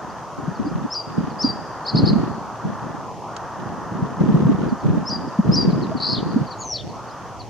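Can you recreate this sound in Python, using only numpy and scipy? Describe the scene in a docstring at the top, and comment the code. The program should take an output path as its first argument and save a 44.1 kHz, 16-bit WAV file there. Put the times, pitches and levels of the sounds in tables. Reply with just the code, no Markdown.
"""Open country, with distant traffic roaring and gusts buffeting the microphone throughout.
A far bird slurs faint notes, then a bunting on a twig sings two sharp chirps and three lisps,
the lisps with both sides of its syrinx at once. In the pause comes one dry tick, close by.
The far bird resumes and the bunting chirps twice more; after a brief hollow hoot it ends
its phrase with a buzz, a falling whistle and two arched notes."""
import sys
import numpy as np
from scipy import signal
from scipy.fft import rfft, irfft, next_fast_len
from scipy.io import wavfile
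from scipy.ndimage import uniform_filter1d

SR = 44100
rng = np.random.default_rng(int(sys.argv[2]) if len(sys.argv) > 2 else 0)


def output_pcm(signal):
    """Save a mono or channel-first signal as 16-bit PCM at the path in sys.argv[1].

    Samples are clipped to [-1, 1] before scaling.
    """
    pcm = np.clip(np.atleast_2d(signal).T, -1, 1) * 32767
    wavfile.write(sys.argv[1], SR, np.round(pcm).astype(np.int16))


N = 330309
TIME = np.arange(N) / SR
CUTOFF_HZ = 15800

# Note shapes for the two songs. Each row: ms from the note's time, pitch in Hz, relative level in dB.
CHIRP = [(-43.5, 4850, -31.5), (-32.5, 5000, -11.5), (-12.5, 5330, -2), (-2.5, 5650, -6.5), (-2, 6300, -8),
         (3, 4800, -4), (5, 4000, -17.5), (10, 4700, -4.5), (23.5, 4880, -0.5), (49, 4760, -5),
         (66.5, 4700, -4), (96, 4670, -24.5)]
BUZZ_PULSE = [(0, 5320, -19), (2, 4810, -1), (5, 4560, -2), (8, 4230, -4), (12, 4060, -14)]
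BUZZ_FALL = [(0, 4500, -9), (4, 4050, -1), (11, 3550, -7), (18, 3200, -11), (22, 3150, -22)]
ARCH = [(0, 3850, -19), (6, 4350, -3), (13, 4620, -6.5), (21.65, 4250, -1), (31.3, 3750, -9.5),
        (38.8, 3450, -21.5)]
LOW_ARCH = [(0, 2930, -4.5), (8, 3300, -2.5), (16.9, 3540, -3), (26.1, 3380, -3.5), (33.7, 2700, -7)]
SLUR = [(0, 4400, -17.5), (8, 4700, -2.5), (18, 4300, 0.5), (28, 3950, -9.5), (39, 3750, -22)]
PIP = [(0, 4600, -10.5), (8, 5000, -5), (18, 5050, -9.5)]
# The hardest shoves on the microphone. Each row: start in seconds, relative peak in dB, pitch in Hz.
BUFFETS = [(0.476, -15.5, 167), (0.593, -18, 229), (0.662, -19.5, 250), (0.748, -17, 167),
           (0.843, -17, 256), (1.177, -13, 191), (1.441, -13, 231), (1.943, -8, 166), (2.029, -9, 144),
           (2.107, -12, 178), (2.156, -9.5, 197), (2.647, -18, 156), (4.02, -12, 134), (4.203, -11.5, 181),
           (4.283, -10, 214), (4.341, -7, 175), (4.449, -6, 165), (4.489, -7.5, 288), (4.719, -12, 196),
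           (4.853, -8, 160), (4.897, -9.5, 182), (4.967, -12, 207), (5.387, -6, 211), (5.487, -7, 192),
           (5.674, -7.5, 194), (5.948, -16, 304), (6.358, -10.5, 257), (6.406, -14, 148)]
# Stereo image of the far roar and rumble. Each row: frequency in Hz, left-right likeness from 0 to 1.
DISTANT_LIKENESS = [(100, 0.22), (300, 0.98), (600, 0.9536), (2000, 0.87)]


def from_db(db):
    """Decibels to gain."""
    return 10 ** (np.asarray(db) / 20)


def unit_rms(x):
    """Scale to unit power."""
    return x / np.sqrt(np.mean(x ** 2) + 1e-20)


def over_time(rows):
    """Join rows of seconds and value by straight lines."""
    return np.interp(TIME, *np.transpose(rows))


def at_hz(points, hz):
    """Read a spectrum on a log-frequency axis."""
    known_hz, values = np.transpose(points)
    return np.interp(np.log(hz + 1e-9), np.log(known_hz), values)


def band(x, low_hz, high_hz, order=2):
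    """Causal band-pass."""
    sos = signal.butter(order, [low_hz, min(high_hz, .45 * SR)], "band", fs=SR, output="sos")
    return signal.sosfilt(sos, x + 1e-18)


def add(out, start_s, sound):
    """Mix a sound in at a time."""
    i = max(round(start_s * SR), 0)
    out[..., i:i + sound.shape[-1]] += sound[..., :max(N - i, 0)]


def air_noise(spectrum, likeness):
    """Stereo noise of a given colour and left-right likeness, at unit power."""
    size = next_fast_len(N)
    hz = np.arange(size // 2 + 1) * SR / size
    mid, side = rfft(rng.standard_normal((2, size))) * from_db(at_hz(spectrum, hz))
    alike = np.clip(at_hz(likeness, hz), 0, 1)
    left_right = np.sqrt(1 + alike) * mid + np.sqrt(1 - alike) * side * [[1], [-1]]
    return unit_rms(irfft(left_right, size)[:, :N])


def syrinx_note(shape, ratio, waver=0.009, octave_db=-36, beak_hz=8950):
    """The syrinx gives a gliding, slightly unsteady near-sine with a weak octave."""
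    ms, hz, db = np.transpose(shape)
    ms = np.sort(ms)
    at = np.arange(ms[0], ms[-1], 1000 / SR)
    tremor = unit_rms(band(rng.standard_normal(SR // 2), 80, 900))[-len(at):]
    pitch = uniform_filter1d(np.interp(at, ms, hz), size=60) * ratio * (1 + waver * tremor)
    phase = 2 * np.pi * np.cumsum(pitch) / SR
    octave = from_db(octave_db) / (1 + (2 * pitch / beak_hz) ** 30)   # passes the beak only on low notes
    fade = np.clip(np.minimum(at - ms[0], ms[-1] - at), 0, 1)
    return fade * from_db(np.interp(at, ms, db)) * (np.sin(phase) + octave * np.sin(2 * phase))


def sing(notes):
    """Place each note; the two sides of the syrinx may overlap."""
    out = np.zeros(N)
    for s, db, ratio, shape in notes:
        add(out, s + shape[0][0] / 1000, from_db(db) * syrinx_note(shape, ratio))
    return out


def bunting(coupling=5.5):
    """Two phrases from a twig; where both sides of the syrinx sound they mix and add a high rasp."""
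    # Chirps, the buzz's end and closing notes. Each row: time in seconds, level in dB, pitch ratio, shape.
    song = [(.941, -22, 1.006, CHIRP), (1.428, -18.5, .997, CHIRP), (5.095, -22.5, 1.01, CHIRP),
            (5.555, -16.5, 1.004, CHIRP), (6.141, -22, 1, BUZZ_PULSE), (6.146, -24, 1.03, BUZZ_FALL),
            (6.162, -24, 1.12, BUZZ_FALL), (6.175, -28.5, .92, BUZZ_FALL), (6.188, -32, 1.03, BUZZ_FALL),
            (6.739, -21.5, 1.03, ARCH), (6.782, -32, 1.046, LOW_ARCH)]
    voice = sing(song + lisps() + buzz())
    rasp = coupling * band(voice ** 3, 5700, 10000, order=4)
    return voice + rasp + whistle()


def lisps(upper_db=-3.5, upper_ratio=1.027):
    """Notes from both sides of the syrinx at once: a rising upper voice over a wavering lower one."""
    # The two voices. Each row: ms from the note's time, pitch in Hz, relative level in dB.
    upper_voice = [(-10.5, 4000, -23), (3, 4350, -7), (7.5, 4800, -3), (12.5, 4963, -9),
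                   (19.5, 5200, -26.5)]
    lower_voice = [(7, 3600, -23), (17, 4100, -12), (26, 4550, 0.5), (30.5, 5000, -11), (33, 4300, 0),
                   (37, 5100, -7), (41.5, 4200, -5), (47, 4050, -15), (55, 4100, -25)]
    # The three lisps. Each row: time in seconds, level in dB, pitch ratio.
    notes = [(1.860, -18.5, 1.007), (1.952, -16, 1), (2.053, -17, .995)]
    lower = [(s, db, ratio, lower_voice) for s, db, ratio in notes]
    upper = [(s, db + upper_db, ratio * upper_ratio, upper_voice) for s, db, ratio in notes]
    return lower + upper


def buzz(start_s=5.9995, period_s=.0108, count=13, level_db=-17, soft_db=-7.5, attack_s=.028):
    """A fast run of falling pulses, each a little different, swelling from a soft start."""
    jitter = rng.standard_normal((count, 3)) * [.0007, 1.2, .02]   # seconds, dB, pitch ratio
    age = period_s * np.arange(count)
    effort_db = soft_db * np.maximum(1 - age / attack_s, 0)
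    ratios = 1 + .0063 * effort_db + .25 * (age - age.mean())   # pitch rises with effort and creeps up
    return [(start_s + s + late, level_db + db + louder, ratio + sharp, BUZZ_PULSE)
            for s, db, ratio, (late, louder, sharp) in zip(age, effort_db, ratios, jitter)]


def whistle(start_s=6.583, level_db=-23, flutter_hz=118):
    """A long falling whistle whose level flutters quickly."""
    # The glide. Each row: time in ms, pitch in Hz, relative level in dB.
    glide = [(0, 6600, -27.5), (22, 6815, -11), (58.2, 6430, -14), (108, 6000, -9), (131.4, 5720, -3.5),
             (147, 5480, -1.5), (159.3, 5430, -3), (160, 5700, -25)]
    flutter = 1 + .6 * np.sin(2 * np.pi * flutter_hz * TIME)
    return flutter * sing([(start_s, level_db, 1, glide)])


def far_bird():
    """Another bird, further off, sings faint slurs and pips."""
    # Its song. Each row: start in seconds, level in dB, pitch ratio, shape.
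    song = [(.097, -43.5, 0.96, PIP), (.542, -48.5, 1.036, SLUR), (.648, -46, 1.064, SLUR),
            (.672, -42, 0.99, PIP), (1.295, -48, 1.03, SLUR), (4.682, -47, 1.056, SLUR),
            (4.792, -51, 1.04, SLUR), (5.270, -47.5, 1.114, SLUR), (5.61, -35, 1.24, SLUR),
            (5.694, -42, 0.968, SLUR), (5.817, -38, 0.97, SLUR), (5.962, -36.5, 0.992, SLUR),
            (6.300, -44.5, 1.02, SLUR), (6.462, -43.5, 1.01, SLUR), (6.503, -34.5, 1.007, SLUR),
            (6.606, -37, 1.001, SLUR), (6.878, -46, 1.006, SLUR), (7.077, -49, 1, SLUR),
            (7.106, -42.5, 1.01, PIP), (7.391, -38.5, 0.997, SLUR)]
    return sing(song)


def open_country(x, stems_db=-14, stems_t60=0.23, bushes_db=-17.5, bushes_t60=1.2):
    """A few echoes, quick scatter from nearby stems and a faint tail from further bushes."""
    # Reflections from ground and bushes. Each row: delay in ms, level in dB.
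    reflections = [(6, -14), (11.5, -12), (19, -14), (44, -22)]
    t = TIME[:SR]
    stems = unit_rms(rng.standard_normal(SR) + 0.4 * rng.standard_normal((2, SR)))
    stems = unit_rms(stems * from_db(-60 * t / stems_t60) * (t > .005))
    bushes = unit_rms(rng.standard_normal((2, SR)) * from_db(-60 * t / bushes_t60) * (t > .02))
    scatter = (from_db(stems_db) * stems + from_db(bushes_db) * bushes) / np.sqrt(SR)
    echoes = sum(from_db(db) * np.pad(x, (round(ms * SR / 1000), 0))[:N] for ms, db in reflections)
    return x + echoes + signal.fftconvolve(x[None], scatter, axes=1)[:, :N]


def birds(pan_db=1.28, far_gain_db=0.5):
    """Both birds sit slightly to the left of the microphone."""
    near = open_country(bunting())
    far = from_db(far_gain_db) * open_country(far_bird(), stems_db=-13)
    return (near + far) * from_db([[pan_db], [-pan_db]])


def wind_force(rise_s=.03, breeze_db=-47):
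    """The strongest gust of the moment over a light breeze, as a gain; gusts rise, hold and die away."""
    # Gusts. Each row: arrival in seconds, hold in seconds, level in dB, seconds to fall 20 dB.
    gusts = [(0.027, 0.085, -38.5, .15), (0.378, 0.13, -29.5, .1), (0.589, .27, -26.5, 0.03),
             (1.08, .08, -33, 0.5), (1.178, .05, -23, .24), (1.44, 0.033, -23.5, 0.2),
             (1.951, .22, -15, 0.25), (2.649, .07, -25.5, 0.08), (2.828, 0.027, -29.5, 0.45),
             (3.598, 0.089, -30.5, 0.6), (3.92, .11, -25.5, 0.3), (4.201, .33, -16, 0.17),
             (4.598, 0.069, -18.5, 0.12), (4.848, .13, -18, .12), (5.099, .18, -27, .1),
             (5.457, 0.29, -17, .4), (6.089, .33, -22.5, .08), (6.84, .04, -31.5, .15)]
    t = TIME[::40]
    levels = [db - 20 * (np.maximum(s - t, 0) / rise_s + np.maximum(t - s - hold, 0) / fall)
              for s, hold, db, fall in gusts]
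    strongest = from_db(np.max(levels, axis=0))
    return np.interp(TIME, t, np.hypot(strongest, from_db(breeze_db)))


def wind(level_db=-1.6, evenness=0.8, overload=.54):
    """Lumpy eddies rumble on each microphone port separately; the hardest overload the capsule."""
    # Colour of the eddies. Each row: frequency in Hz, relative density in dB.
    spectrum = [(10, -61.5), (40, -32.5), (65, -12.5), (90, -20.5), (125, -3.5), (185, 0.5), (320, -7),
                (440, -14), (650, -25), (1200, -38.5), (3000, -51), (6000, -60), (15000, -76)]
    # Their stereo image. Each row: frequency in Hz, left-right likeness.
    likeness = [(60, 0.057), (2000, 0.23)]
    eddies = air_noise(spectrum, likeness)
    lumps = from_db(3.6 * unit_rms(band(rng.standard_normal(N), 10, 45)))
    eddies = eddies * lumps
    swell = np.sqrt(uniform_filter1d(np.mean(eddies ** 2, axis=0), size=2000))
    push = from_db(level_db) * wind_force() * unit_rms(eddies / swell ** evenness) + buffets()
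    return push / (1 + np.abs(push / overload) ** 10) ** (1 / 10)


def buffets(gain_db=2.5, rise_s=0.0078, spread=0.1):
    """A single eddy shoves each port to and fro for two or three swings."""
    out, t = np.zeros((2, N)), TIME[:SR // 12]
    swell = (t / rise_s * np.exp(1 - t / rise_s)) ** 2
    for s, db, centre_hz in BUFFETS:
        pitch, glide, phase, strength = rng.standard_normal((4, 2, 1))
        hz = centre_hz * np.exp(spread * (pitch + glide * np.tanh(t / rise_s - 1)))
        swings = np.sin(2 * np.pi * np.cumsum(hz, axis=1) / SR + phase)
        add(out, s, from_db(db + gain_db + 2 * strength) * swell * swings)
    return out


def buffet_ticks(level_db=-39, growth=2.2, crest_s=.008, t60=.004, low_hz=2500):
    """The hardest buffets give a dry tick at their crest, which grows faster than the buffet does."""
    out, t = np.zeros((2, N)), TIME[:SR // 50]
    hardest_db = max(db for _, db, _ in BUFFETS)
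    for s, db, _ in BUFFETS:
        envelope = from_db(level_db + growth * (db - hardest_db) - 60 * t / t60)
        add(out, s + crest_s, envelope * rng.standard_normal((2, len(t))))
    return band(out, low_hz, CUTOFF_HZ, order=1)


def crackle(level_db=-11, bright_db=-24, most_per_s=60):
    """Strong gusts set off sparse tiny clicks on each side; the strongest reach the high treble."""
    gust = wind_force()
    strength = gust / gust.max()
    sizes = rng.uniform(0.62, 1, (2, N)) * rng.choice([-1, 1], (2, N))
    clicks = sizes * (rng.random((2, N)) < most_per_s * strength / SR)
    dull = band(clicks * strength ** 0.088, 1200, 3700, order=3)
    bright = from_db(bright_db) * clicks ** 3 * strength
    return from_db(level_db) * (dull + bright)


def tick(start_s=3.365, level_db=-28.5, t60=.028, body_db=5, body_hz=1200):
    """One small dry tick close to the microphone: a bright snap over a hollow body."""
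    out, t = np.zeros((2, N)), TIME[:SR // 10]
    snap = unit_rms(band(rng.standard_normal((2, len(t))), 900, 7300, order=6))
    body = unit_rms(band(rng.standard_normal(len(t)), body_hz / 1.28, body_hz * 1.13))
    add(out, start_s, from_db(level_db - 60 * t / t60) * (snap + from_db(body_db) * body))
    return out


def hoot(middle_s=5.923, peak_db=-21.5, pitch_hz=642, length_s=0.029):
    """One brief hollow note, low above the rumble."""
    out, t = np.zeros(N), TIME[:int(length_s * SR)]
    tone = np.hanning(len(t)) * np.sin(2 * np.pi * pitch_hz * t)
    add(out, middle_s - length_s / 2, from_db(peak_db) * tone)
    return out


def traffic(gain_db=3.0, steepness=24, beyond_db=-14):
    """Far tyre roar; it steps down above an edge that wanders."""
    # Colour of the roar. Each row: frequency in Hz, relative density in dB.
    spectrum = [(25, -32), (60, -18), (130, -1), (250, -4), (450, -3.5), (700, 0), (1000, 2.5), (1300, -2),
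                (1600, -10), (1900, -8), (2400, -24.5), (4000, -37), (9000, -57)]
    # Its slow swell. Each row: time in seconds, relative level in dB.
    levels = [(0, -37), (1, -37.5), (1.8, -35), (3, -35.5), (4.5, -35), (5.3, -36.5), (6.8, -37),
              (7.49, -39.5)]
    hz, s, frames = signal.stft(air_noise(spectrum, DISTANT_LIKENESS), SR, nperseg=1024)
    below_edge = 1 / (1 + (hz[:, None] / traffic_edge(s)) ** steepness)
    dulled = frames * np.sqrt(below_edge + from_db(beyond_db) ** 2)
    return from_db(over_time(levels) + gain_db) * signal.istft(dulled, SR)[1][:, :N]


def traffic_edge(s, open_hz=1824):
    """The upper edge of the roar, in Hz, sinks and recovers smoothly now and then."""
    # Dull spells. Each row: middle in seconds, half length in seconds, lowest edge in Hz.
    spells = [(.32, .09, 1490), (1.01, 0.072, 1370), (2.47, .12, 1550), (3.17, .12, 950), (6.8, .15, 690),
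              (7.474, 0.11, 950)]
    dips = [(low_hz / open_hz) ** np.exp(-((s - middle) / half) ** 2) for middle, half, low_hz in spells]
    return open_hz * np.prod(dips, axis=0)


def rumble():
    """A deep far rumble that comes and goes."""
    # Its colour. Each row: frequency in Hz, relative density in dB.
    spectrum = [(12, -59.5), (25, -28.5), (55, -4.5), (85, -4.5), (110, 4.5), (150, -8.5), (300, -38.5),
                (1000, -100)]
    # Its swell. Each row: time in seconds, level in dB.
    levels = [(0, -49.5), (1.7, -46), (3.3, -44), (6.4, -46.5), (6.8, -39), (7.1, -48.5), (7.49, -38)]
    return from_db(over_time(levels)) * air_noise(spectrum, DISTANT_LIKENESS)


def hiss(level_db=-51):
    """A faint steady hiss behind everything."""
    # Its colour. Each row: frequency in Hz, relative density in dB.
    spectrum = [(500, -22.5), (2000, 0.5), (3100, .3), (3900, -5.5), (4700, -1.5), (6400, 0.5), (7600, -10),
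                (10000, -15.5), (12500, -19.5), (15500, -26)]
    # Its stereo image. Each row: frequency in Hz, left-right likeness.
    likeness = [(2000, 0.644), (3200, 0.792), (4000, 0.37), (6000, 0.25), (8000, 0)]
    return from_db(level_db) * air_noise(spectrum, likeness)


def scene():
    """Two birds over distant traffic, with wind on the microphone."""
    return birds() + traffic() + rumble() + wind() + buffet_ticks() + crackle() + tick() + hoot() + hiss()


def record(dry, low_cut_hz=42):
    """The deepest bass and the top are cut."""
    dry = signal.sosfilt(signal.butter(2, low_cut_hz, "high", fs=SR, output="sos"), dry)
    return signal.sosfiltfilt(signal.ellip(10, .1, 60, CUTOFF_HZ, fs=SR, output="sos"), dry)


dry = scene()
out = record(dry)
output_pcm(out)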